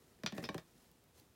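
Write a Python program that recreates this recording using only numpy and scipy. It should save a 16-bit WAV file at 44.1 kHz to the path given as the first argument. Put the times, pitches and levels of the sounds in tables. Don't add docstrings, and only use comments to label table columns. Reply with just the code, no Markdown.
import sys
import numpy as np
from scipy import signal
from scipy.fft import rfft, irfft, next_fast_len
from scipy.io import wavfile
from scipy.ndimage import map_coordinates

SR = 44100
rng = np.random.default_rng(int(sys.argv[2]) if len(sys.argv) > 2 else 0)


def wav_out(sig):
    wavfile.write(sys.argv[1], SR, np.round(np.clip(np.atleast_2d(sig).T, -1, 1) * 32767).astype(np.int16))


N = 59535
T = np.arange(SR // 3) / SR


def amp(db):
    return 10 ** (np.asarray(db) / 20)

def unit(x):
    return x / np.sqrt(np.mean(x ** 2) + 1e-20)

def fade(t60, t=T):
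    return np.exp(-np.log(1000) * t / t60)

def along(points, hz):
    freqs, values = np.transpose(points)
    return np.interp(np.log(hz + 1), np.log(freqs + 1), values)

def level(points):
    return amp(np.interp(np.arange(N) / SR, *np.transpose(points)))

def filtered(x, response):
    size = next_fast_len(len(x) + SR // 2)
    return irfft(rfft(x, size) * response(np.fft.rfftfreq(size, 1 / SR)), size)[:len(x)]

def low_cut(x, hz):
    return signal.sosfilt(signal.butter(3, hz, "high", fs=SR, output="sos"), x)

def noise(spectrum, size=len(T)):
    return unit(filtered(rng.standard_normal(size), lambda hz: amp(along(spectrum, hz))))

def add(track, start_s, sound):
    part = track[round(start_s * SR):][:len(sound)]
    part += sound[:len(part)]


# frequency in Hz, relative level in dB.
HISS_SPECTRUM = [(15, -47), (25, -24), (42, 0), (170, -2.5), (270, -6.5), (489, -9), (591, -14),
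                 (677, -12.5), (936, -16.5), (2350, -21.5), (2550, -21), (5570, -24), (16000, -27.5)]
def hiss(db=-69):
    return amp(db) * noise(HISS_SPECTRUM, N)

def rub(ride, spectrum, rough_db, grain_s):
    grain = map_coordinates(rng.standard_normal(N), [np.arange(N) / SR / grain_s])
    return level(ride) * unit(noise(spectrum, N) * amp(rough_db * grain))

# frequency in Hz, relative level in dB.
RUSTLE_SPECTRUM = [(80, -4), (250, 11.5), (600, 4), (1500, -1), (2800, -4), (5000, -2), (9000, -4.5),
                   (16000, -8)]
# time in seconds, level in dB.
RUSTLE_RIDE = [(0, -75.5), (.13, -73.5), (.22, -83.5), (.6, -75), (.66, -74.5), (.74, -74.5), (.815, -69),
               (.9, -76), (.96, -83), (1.11, -97), (1.155, -70.5), (1.19, -64.5), (1.215, -73),
               (1.28, -80.5)]
def rustle():
    return rub(RUSTLE_RIDE, RUSTLE_SPECTRUM, rough_db=-1.5, grain_s=0.0055)

def thud(hz, t60, sag_per_s=1.4):
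    return np.sin(2 * np.pi * hz * (T - sag_per_s * T ** 2 / 2)) * fade(t60)

BOARD_LOW_HZ = 127.4
# start in seconds, level in dB, starting pitch in Hz.
BUMPS = [(0.213, -61, 158), (.430, -43, 246), (.754, -61, 170), (1.215, -59, 315), (1.290, -53, 89.5)]
def bumps():
    board = np.zeros(N)
    for start, db, hz in BUMPS:
        add(board, start, amp(db) * thud(hz, t60=0.08))
    return low_cut(board, BOARD_LOW_HZ)

# frequency in Hz, relative level in dB.
TICK_SPECTRUM = [(300, -8.5), (1000, 15), (3500, 0.5), (6000, 0), (8000, -5), (10500, -8), (13000, -10),
                 (16000, -7.5)]
def tick():
    return noise(TICK_SPECTRUM) * fade(t60=0.019)

def ring(modes, tilt=0, scatter_db=1.5):
    hz, db, t60 = np.transpose(modes)
    gain = amp(db + tilt * np.log2(hz) + scatter_db * rng.standard_normal(len(hz)))
    partials = np.sin(2 * np.pi * hz[:, None] * T) * fade(t60[:, None])
    return gain / np.linalg.norm(gain) @ partials

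# frequency in Hz, relative level in dB.
SPRAY_SPECTRUM = [(500, -5), (1200, -0.5), (1800, 0.5), (3500, 6), (5800, -0.5), (6800, -10), (9000, -24),
                  (16000, -65)]
def spray(t60):
    return noise(SPRAY_SPECTRUM) * fade(t60)

# frequency in Hz, relative level in dB, t60 in seconds.
CLACK_MODES = [(1426, -13, 0.084), (1755, -5.5, 0.069), (1902, -2.5, 0.083), (2460, 2, 0.04),
               (2486, -3.5, 0.044), (3060, -20, 0.026), (3247, 4, 0.019), (3512, 6, 0.021),
               (3790, -2, 0.035), (3840, -28, 0.014), (4446, -3.5, 0.075), (4800, -3.5, 0.063),
               (5080, 2.5, 0.031), (5850, -5.5, 0.069)]
def clack(tilt=0, snap_db=1.5):
    return ring(CLACK_MODES, tilt) + amp(snap_db) * spray(t60=0.013)

def disperse(x, lag_s, half_hz):
    return filtered(x, lambda hz: np.exp(-2j * np.pi * lag_s * half_hz * np.log1p(hz / half_hz)))

SHELL_LAG_S, SHELL_HALF_HZ = 0.003054, 791
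# frequency in Hz, relative level in dB, t60 in seconds.
BOARD_MODES = [(80.6, -0.5, 0.23), (123, -15, 0.083), (299, 2, 0.095), (348, -18, 0.033), (366.6, 3, 0.058),
               (424.5, 0.5, 0.038), (478, -22, 0.088), (561.7, -4.5, 0.14), (641, -12.5, .12),
               (764, -9, 0.078)]
HOLLOW_MODES = [(560, -15.5, 0.14), (643.3, 1, 0.1), (890, -6.5, 0.096), (1061, -3.5, 0.053),
                (1097, 2.5, 0.055), (1620, 2, 0.027), (1794, 1.5, 0.032), (2300, -1, 0.041),
                (2380, -11.5, 0.036), (2950, -3.5, 0.042), (3790, -7, 0.033), (4550, -35, 0.045),
                (5170, -33, 0.047)]
# start in seconds, thud level in dB, thud pitch in Hz, thud t60 in seconds,
# board ring in dB, board lag in seconds, hollow, clack, tick and spray levels in dB,
# hardness as a tilt in dB per octave.
KNOCKS = [ (.2350, -30, 207, 0.041, -45.5, 0.01717, -45, -48.5, -45.5, -64, -2),
          (.2620, -42, 151, 0.047, -44, 0.0204, -55, -29.5, -39.5, -41, 2),
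          (0.323, -36, 210, 0.089, -45.5, .016, -47, -57.5, -48, -60.5, -1.5),
          (0.3804, -34.5, 174.6, 0.073, -35.5, 0.01278, -45, -47.5, -44, -73, -7),
          (.4400, -39, 143, .05, -44.5, 0.01424, -53, -44.5, -49, -57.5, -3),
          (0.4891, -36, 203.5, 0.055, -37.5, 0.02332, -32.5, -48.5, -50, -56.5, 0.5),
          (0.5443, -33.5, 168.8, 0.061, -33.5, .024, -52, -68.5, -39.5, -63, -6),
          (0.5799, -63, 168, 0.036, -47, 0.017, -45, -47.5, -43, -62, -1)]
def knocks():
    direct, shells, board = np.zeros((3, N))
    for (start, thud_db, thud_hz, thud_t60, board_db, lag_s,
         hollow_db, clack_db, tick_db, spray_db, tilt) in KNOCKS:
        bending = amp(thud_db) * thud(thud_hz, thud_t60) + amp(board_db) * ring(BOARD_MODES)
        add(board, start, disperse(bending, lag_s, half_hz=149.8))
        add(shells, start, amp(hollow_db) * ring(HOLLOW_MODES, tilt) + amp(clack_db) * clack(tilt))
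        add(direct, start, amp(tick_db) * tick() + amp(spray_db) * spray(t60=0.11))
    return direct + disperse(shells, SHELL_LAG_S, SHELL_HALF_HZ) + low_cut(board, BOARD_LOW_HZ)

# start in seconds, clack level in dB, tick level in dB.
TOUCHES = [(.2733, -41, -50), (0.3748, -71, -74), (.4030, -63, -66), (0.428, -88, -52), (.4372, -68, -65),
           (0.4512, -45.5, -72), (0.4925, -50.5, -50), (0.53, -86, -65), (.5910, -76, -79)]
def touches():
    direct, shells = np.zeros((2, N))
    for start, clack_db, tick_db in TOUCHES:
        add(shells, start, amp(clack_db) * clack())
        add(direct, start, amp(tick_db) * tick())
    return direct + disperse(shells, SHELL_LAG_S, SHELL_HALF_HZ)

def slide(ride, resonances):
    def body(hz):
        return sum(amp(db) * (1j * hz * width / (centre ** 2 - hz ** 2 + 1j * hz * width)) ** 2
                   for centre, width, db in resonances)
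    return level(ride) * unit(filtered(rng.standard_normal(N), body))

# time in seconds, level in dB.
SQUEAK_RIDE = [(.3, -120), (.335, -65), (.362, -67), (.378, -54.5), (.402, -59.5), (.42, -68), (.44, -81),
               (.47, -120)]
def squeak(hz=1815, width_hz=110):
    return slide(SQUEAK_RIDE, [(hz, width_hz, 0)])

# frequency in Hz, relative level in dB.
FINE_SPECTRUM = [(1000, -21), (3000, -10), (4500, -2), (7000, -13), (16000, -2)]
def grit(catches_per_s=390, spread_db=3):
    catches = rng.random(N) < catches_per_s / SR
    strength = amp(spread_db * np.clip(rng.standard_normal(N), -2, 2))
    bursts = signal.fftconvolve(catches * strength, fade(t60=0.0066))[:N]
    return unit(bursts * noise(FINE_SPECTRUM, N))

# frequency in Hz, relative level in dB.
SCRAPE_SPECTRUM = [(80, -6.5), (170, 14.5), (400, 11), (800, -1.5), (1400, -11), (1900, 0.5), (3000, -13.5),
                   (5000, -14), (8000, -14), (16000, -22)]
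# time in seconds, level in dB.
SCRAPE_RIDE = [(.33, -75), (.355, -50.5), (.378, -49.5), (.392, -53.5), (.415, -56), (.435, -48.5),
               (.458, -50), (.48, -67), (.6, -59.5), (.64, -95)]
def scrape(grit_db=-18.5):
    friction = rub(SCRAPE_RIDE, SCRAPE_SPECTRUM, rough_db=4.5, grain_s=0.0027)
    return friction + amp(grit_db) * level(SCRAPE_RIDE) * grit()

# centre in Hz, width in Hz, relative level in dB.
SKID_RESONANCES = [(2480, 140, 3.5), (3640, 320, -4), (4260, 400, -6.5), (5160, 460, -1), (5720, 120, -5)]
# time in seconds, level in dB.
SKID_RIDE = [(.42, -110), (.437, -61), (.443, -46), (.456, -50), (.475, -65), (.51, -110)]
def skid():
    return slide(SKID_RIDE, SKID_RESONANCES)

# start in seconds, level in dB.
RUSTLE_TICKS = [(0.915, -57), (1.04, -63), (1.1987, -55)]
def rustle_ticks():
    track = np.zeros(N)
    for start, db in RUSTLE_TICKS:
        add(track, start, amp(db) * noise(FINE_SPECTRUM) * fade(t60=0.014))
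    return track

# frequency in Hz, t60 in seconds.
ROOM_DECAY = [(100, 0.19), (500, 0.11), (3000, 0.18), (12000, 0.031)]
def room(x, wet_db=-15, predelay_s=0.0065):
    hz, t, bands = signal.stft(rng.standard_normal(SR // 2), SR, nperseg=256)
    tail = signal.istft(bands * fade(along(ROOM_DECAY, hz)[:, None], t), SR, nperseg=256)[1]
    delayed = np.pad(x, (round(predelay_s * SR), 0))
    return amp(wet_db) * signal.fftconvolve(delayed, tail / np.linalg.norm(tail))[:N]

def scene():
    near = bumps() + knocks() + touches() + scrape() + rustle() + squeak() + skid() + rustle_ticks()
    return (near + room(near) + hiss())[None]

def record(dry, low_hz=45, top_hz=16000):
    return filtered(low_cut(dry[0], low_hz), lambda hz: hz < top_hz)[None]


dry = scene()
out = record(dry)
wav_out(out)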